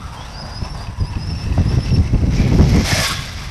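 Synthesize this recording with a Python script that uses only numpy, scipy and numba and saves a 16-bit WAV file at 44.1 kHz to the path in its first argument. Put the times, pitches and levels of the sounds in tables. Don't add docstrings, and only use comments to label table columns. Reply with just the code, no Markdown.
import sys
import numpy as np
from scipy import signal
from scipy.fft import rfft, irfft
from scipy.io import wavfile
from scipy.ndimage import uniform_filter1d, map_coordinates
from numba import njit

SR = 44100
rng = np.random.default_rng(int(sys.argv[2]) if len(sys.argv) > 2 else 0)


def linear_from_db(decibels):
    return 10 ** (np.asarray(decibels, float) / 20)


def digitize_waveform(pressure):
    field = np.atleast_2d(pressure).T
    bounded = np.clip(field, -1, 1)
    quanta = np.round(bounded * 32767).astype(np.int16)
    wavfile.write(sys.argv[1], SR, quanta)


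N = 154350

# time in seconds, level in dB.
WIND_STRENGTH = [(0, -28.5), (.1, -34), (.6, -29.5), (.72, -27), (.95, -34.5), (1.25, -25), (1.45, -27),
                 (1.7, -21), (1.86, -20.5), (2.07, -20.5), (2.3, -18), (2.52, -13), (2.815, -13.5),
                 (2.832, -20), (3.07, -29.5), (3.15, -26.5), (3.28, -30.5), (3.5, -28.5)]
# frequency in Hz, level in dB.
WIND_COLOUR = [(20, -15), (45, 0), (75, 1), (140, -2.5), (220, -11), (350, -28), (700, -36), (1500, -60)]
# centre in seconds, length in seconds, lift in dB
EDDIES_AND_LULLS = [(0.194, 0.012, 7), (0.44, .04, 6.5), (0.623, 0.017, 12), (0.8, 0.041, 3), (0.894, 0.024, 10),
                    (1.022, 0.068, 17.5), (1.11, 0.044, 3.5), (1.17, 0.02, 12), (1.323, 0.077, 4.5), (1.495, 0.11, 9),
                    (1.595, 0.05, 12.5), (1.668, 0.041, 7), (1.728, 0.062, 7.5), (1.785, 0.03, 12.5),
                    (1.933, 0.054, 7.5), (1.993, 0.05, 10.5), (2.147, 0.037, 11), (2.233, 0.033, 5.5),
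                    (2.29, 0.04, 5.5), (2.404, 0.019, 7), (2.531, 0.026, 2), (2.63, 0.045, 2), (2.764, 0.042, 2.5),
                    (2.929, 0.027, 11), (2.996, 0.045, 7), (3.115, 0.03, 8),
                    (1.8, 0.016, -4), (1.86, 0.099, -1), (2.066, 0.13, -1.5), (2.5, .035, -8), (2.313, .035, -4.5),
         (2.7, 0.045, -3), (2.575, 0.016, -5.5), (2.6, 0.031, 9), (3.195, 0.0078, 4.5), (3.2, 0.018, 3),
         (2.496, 0.035, 4), (1.4, .05, 1), (1.6, 0.012, 0.5)]
# time in seconds, level in dB, frequency in Hz.
WIND_POPS = [
    (1.581, -20, 760),
    (2.147, -22.5, 520),
    (2.238, -24.5, 450),
    (2.6, -17, 650),
    (2.54, -23, 250),
]

# centre in seconds, length in seconds, frequency in Hz, width in Hz, level in dB.
BODY_NOTES = [(2.43, .18, 2300, 660, -34), (2.77, 0.13, 2160, 305, -31.5), (2.92, 0.056, 2150, 110, -27.5),
              (2.922, .05, 1800, 90, -25), (2.99, 0.044, 2180, 170, -27.5), (2.995, 0.13, 1730, 100, -29),
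              (2.987, 0.12, 627, 124, -27), (3.07, 0.14, 1100, 48, -28.5), (3.16, .14, 1642, 80, -36),
              (3.19, 0.064, 1110, 75, -36), (3.12, 0.19, 3450, 240, -31.5), (0.325, .14, 2750, 400, -49)]

# time in seconds, peak level in dB.
KNOCKS = [(0.6318, -34), (0.6494, -32), (0.6804, -36), (0.869, -30.5), (1.0333, -50), (1.0712, -39),
          (1.1329, -31), (1.153, -28), (1.2021, -40), (1.2993, -33), (1.3341, -35), (1.353, -34),
          (1.3949, -35), (1.4388, -30.5), (1.4607, -32), (1.5231, -27), (1.645, -43), (1.6921, -38),
          (1.7172, -30.5), (1.7369, -33), (1.7607, -30), (1.806, -33), (1.8589, -25.5), (1.868, -34),
          (1.8873, -28), (1.9036, -25), (1.9611, -26), (2.0534, -48), (2.0743, -29.5), (2.1435, -28.5),
          (2.1753, -31), (2.213, -38)]
# frequency in Hz, level in dB, time to fall 60 dB in seconds.
PLASTIC_MODES = [(2643, 2.5, 0.033), (2970, -2, 0.02), (2410, -21, 0.017), (4580, -8, 0.038)]

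# time in seconds, level in dB, share heard from behind (0 to 1).
TYRE_PATH = [(0, -37.5, 1), (.3, -35.5, 0.15), (.85, -36, 0.7), (.94, -38.5, 0.1), (1.05, -37.5, 0.4),
             (1.9, -33, 0.6), (2.05, -35.5, 0.01), (2.3, -35.5, 0), (2.35, -30, 0.1), (2.52, -31.5, 0),
             (2.6, -30.5, 0), (2.84, -25, 0), (2.856, -18, 0.17), (2.96, -17, 0), (3.06, -17, 0.68),
             (3.12, -21.5, 1), (3.144, -25, 0.6), (3.3, -29.5, 0.6), (3.5, -31.5, 0.73)]
# frequency in Hz, level in dB.
FAR_COLOUR = [(250, -12), (800, 2.5), (1700, -5.5), (4300, -15.5), (5900, -10.5), (6850, -38),
              (8300, -21.5), (15000, -47)]
# frequency in Hz, level in dB.
NEAR_COLOUR = [(260, -12.5), (700, -10.5), (2100, -2), (3000, -5.5), (5600, -6), (7000, -19.5),
               (11500, -31), (15000, -38)]
# frequency in Hz, width in Hz, level in dB.
FRONT_MODES = [(623, 520, -9.5), (1718, 100, -21.5), (2220, 830, -20.5), (3930, 240, -23),
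               (5480, 2200, -9.5)]
# frequency in Hz, width in Hz, level in dB.
REAR_MODES = [(1270, 450, -13.5), (1610, 150, -14), (2035, 140, -19.5), (3560, 690, -12), (4880, 530, -12)]
# frequency in Hz, level in dB.
SAND_COLOUR = [(5000, -37), (6800, -1), (8300, -1), (11500, -5.5), (13000, -12), (15000, -22)]
# frequency in Hz, width in Hz.
STONE_MODES = [(11200, 1500), (12900, 1200)]
STONE_DB = [-43, -49]
# centre in seconds, length in seconds, level in dB.
RUTS = [
    (0.177, 0.078, -39),
    (0.444, 0.21, -37.5),
    (0.729, .2, -39),
]

# time in seconds, pitch in Hz, level in dB.
PULL_AWAY = [
    (.14, 3200, -67.5),
    (.165, 3226, -42.5),
    (.2, 3170, -46.5),
    (.235, 3440, -43),
    (.27, 3850, -51),
]
# time in seconds, pitch in Hz, level in dB.
BURSTS = [
    [(.33, 4650, -52), (.35, 4700, -37), (.375, 4886, -37), (.385, 4864, -41), (.416, 5090, -30.5),
     (.43, 4730, -47), (.46, 4860, -43), (.49, 5120, -46)],
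    [(.515, 4857, -47), (.53, 4856, -44), (.552, 4990, -37), (.58, 5030, -41.5), (.61, 5170, -40.5),
     (.64, 5280, -40), (.68, 5250, -45)],
    [(.69, 5368, -45), (.7, 5400, -40.5), (.74, 5520, -45), (.76, 4930, -40.5), (.786, 4570, -48),
     (.812, 4830, -36), (.83, 4860, -51), (.87, 4900, -42)],
    [(1.0, 5080, -50), (1.014, 4950, -37), (1.03, 4880, -50), (1.048, 4875, -38), (1.065, 5020, -43),
     (1.09, 5270, -45), (1.12, 5360, -54)],
    [(1.175, 5250, -47), (1.189, 5040, -44), (1.232, 5060, -36), (1.245, 5240, -42), (1.262, 5250, -41),
     (1.29, 5400, -39), (1.32, 5313, -30)],
    [(1.325, 5310, -38), (1.353, 5455, -43), (1.385, 5365, -34), (1.403, 5230, -38), (1.431, 5345, -34),
     (1.453, 5560, -47), (1.48, 5560, -51)],
    [(1.65, 5000, -49.5), (1.67, 5100, -40), (1.706, 5328, -34), (1.725, 5480, -47), (1.775, 5620, -46)],
    [(1.78, 5600, -45), (1.796, 5204, -32.5), (1.814, 5120, -40.5), (1.836, 5350, -32), (1.864, 5549, -41),
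     (1.9, 5630, -46), (1.918, 5510, -40), (1.94, 5320, -34), (1.96, 5425, -29.5)],
    [(1.968, 5340, -44), (2.01, 5340, -46)],
]


def unit(x):
    return x / np.sqrt(np.mean(x ** 2))


def colour(x, shape):
    hz, db = np.array(shape).T
    f = np.maximum(np.arange(N // 2 + 1) * SR / N, 1)
    gain = linear_from_db(np.interp(np.log(f), np.log(hz), db, right=-90))
    return unit(irfft(rfft(x) * gain, N))


@njit
def moving_resonance(x, hz, width, dt):
    y, b, l = np.empty(len(x)), 0., 0.
    for i in range(len(x)):
        g, k = np.tan(np.pi * hz[i] * dt), width / hz[i]
        v = (b + g * (x[i] - l)) / (1 + g * (g + k))
        b, l, y[i] = 2 * v - b, l + 2 * g * v, k * v
    return y


def band(x, hz, width_hz):
    hz = np.ones(N) * hz
    once = moving_resonance(x, hz, 1. * width_hz, 1 / SR)
    return unit(moving_resonance(once, hz, 1. * width_hz, 1 / SR))


def noise():
    return rng.standard_normal(N)


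def walk(rate):
    k = int(SR / rate)
    steps = np.repeat(rng.standard_normal(N // k + 1), k)
    return unit(uniform_filter1d(uniform_filter1d(steps, k), k)[:N])


def even(x, hz):
    swell = uniform_filter1d(np.abs(x), int(1.5 * SR / hz) + 1)
    return unit(x / (swell + .15) ** .8)


def wind_pops(t):
    length_s = 0.0035
    return sum(linear_from_db(db) * np.exp(-((t - at) / length_s) ** 2) * band(noise(), f, 0.54 * f)
               for at, db, f in WIND_POPS)


def wind(t):
    tilt, deep_lag = 0.65, 0.14
    eddy_reach = 0.24
    s, db = np.array(WIND_STRENGTH).T
    eddies = sum(lift * np.exp(-(2 * (t - at) / length) ** 4) for at, length, lift in EDDIES_AND_LULLS)
    gust = np.interp(t, s, db) + eddies + .4 * walk(20)
    hzs, dbs = np.array(WIND_COLOUR).T
    rumble = 0
    for octave in np.arange(0, 6.1, .5):
        f = 24 * 2 ** octave
        high_tilt = tilt * max(octave - 2, 0)
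        lift = (gust + 18) * (1 + high_tilt - deep_lag * max(2 - octave, 0))
        lift = lift - (1 - eddy_reach) * eddies * high_tilt
        level = linear_from_db(np.interp(np.log(f), np.log(hzs), dbs) + lift + 1.2 * walk(23.71))
        rumble = rumble + level * np.sqrt(f / 75) * even(band(noise(), f, f * 0.61), f)
    return rumble * linear_from_db(-22) + wind_pops(t)


def body_notes(t):
    sag_per_s = .12
    raw = noise()
    out = 0
    for at, length, f, width, db in BODY_NOTES:
        swell = np.exp(-(2 * (t - at) / length) ** 4)
        out = out + linear_from_db(db) * swell * band(raw, f * (1 - sag_per_s * (t - at)), width)
    return out


def rattle():
    size = 4410
    out, k = np.zeros(N + size), np.arange(size) / SR
    for (s, db), detune in zip(KNOCKS, rng.standard_normal((60, 4))):
        ring = 0
        for (f, g, t60), d in zip(PLASTIC_MODES, detune):
            ring = ring + linear_from_db(g) * np.sin(2 * np.pi * f * (1 + 0.017 * d) * k) * linear_from_db(-60 * k / t60)
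        soft_start = 1 - np.exp(-k / .0018)
        out[int(s * SR):][:size] += linear_from_db(db + 1.5) * ring * soft_start
    return out[:N]


def grinding():
    grains_per_s, grain_share = 1500, .3
    grains = (rng.random(N) < grains_per_s / SR) * noise()
    mix = np.sqrt(1 - grain_share) * noise() + np.sqrt(grain_share) * unit(grains)
    return mix * linear_from_db(1.2 * walk(40.36))


def chassis(raw, modes):
    return sum(linear_from_db(g + 2.5 * walk(30.6)) * band(raw, f, w) for f, w, g in modes)


def far_patches(t, raw):
    out = 0
    for f, width in [(1000, 260), (1265 + 370 * t, 350)]:
        out = out + linear_from_db(-14.5 + 4.8 * walk(7.04)) * band(raw, f * (1 + 0.033 * walk(3.333)), width)
    rough_track = np.clip((t - 1.0) * 10, .25, 1)
    return out + rough_track * linear_from_db(-12 + 4 * walk(45)) * band(raw, 2660, 350)


def ruts(t, raw):
    swell = sum(linear_from_db(g) * np.exp(-(2 * (t - at) / length) ** 2) for at, length, g in RUTS)
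    return swell * band(raw, 740, 890)


def sand_spray(t, db, raw):
    pass_s, pass_length_s = 2.985, 0.31
    shower_db = 4 * np.exp(-(2 * (t - pass_s) / pass_length_s) ** 16)
    level = linear_from_db(-33 + 1.4 * (db + 16.5) + shower_db + 3 * walk(100))
    return level * colour(raw, SAND_COLOUR)


def stone_ticks(db, near, raw):
    level = near ** 2 * linear_from_db(0.85 * (db + 17) + 3.5 * walk(80))
    return level * sum(linear_from_db(g) * band(raw, f, w) for (f, w), g in zip(STONE_MODES, STONE_DB))


def tyres(t):
    s, db, rear = np.array(TYRE_PATH).T
    db, rear = np.interp(t, s, db), np.clip(np.interp(t, s, rear), 0, 1)
    near = np.clip((db + 39) / 10, 0, 1)
    raw = grinding()
    close = colour(raw, NEAR_COLOUR)
    close = close + (1 - rear) * chassis(raw, FRONT_MODES) + rear * chassis(raw, REAR_MODES)
    far = colour(raw, FAR_COLOUR) + far_patches(t, raw)
    rolling = linear_from_db(db) * ((1 - near) * far + near * close)
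    return rolling + sand_spray(t, db, raw) + ruts(t, raw) + stone_ticks(db, near, raw)


def off_the_ground(t, car):
    lag_s = 0.001054 * (1 - 0.037 * t)
    return car + linear_from_db(-20.5) * map_coordinates(car, [(t - lag_s) * SR], mode="mirror")


def gear_whine(t):
    bursts = [PULL_AWAY, *BURSTS]
    s, hz, db = np.vstack(bursts).T
    on = sum((t > rows[0][0]) & (t < rows[-1][0]) for rows in bursts)
    gain = linear_from_db(np.interp(t, s, db) + 3.4 * walk(70.2)) * uniform_filter1d(1. * on, size=500)
    pitch = np.interp(t, s, hz) * (1 + .007 * walk(90))
    tone = np.sqrt(2) * np.sin(2 * np.pi * np.cumsum(pitch) / SR)
    overtone = band(band(noise(), 2 * pitch, 1300), 10100, 1500)
    overtone = linear_from_db(-19.5 + 4 * walk(30.14)) * overtone
    hiss = linear_from_db(-2.5) * band(noise(), pitch, 400)
    return gain * (tone + overtone) + uniform_filter1d(gain, size=4000) * hiss


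def scene():
    t = np.arange(N) / SR
    car = off_the_ground(t, tyres(t)) * linear_from_db(-1.05)
    return (wind(t) + body_notes(t) + rattle() + car + gear_whine(t))[None]


def band_limit(x):
    return signal.sosfilt(signal.butter(12, 15140, fs=SR, output="sos"), x)


def record(dry):
    rounded = np.tanh(1.059 * dry) / 1.232
    soft = signal.sosfilt(signal.butter(8, 14200, fs=SR, output="sos"), rounded)
    return band_limit(soft)


dry = scene()
out = record(dry)
digitize_waveform(out)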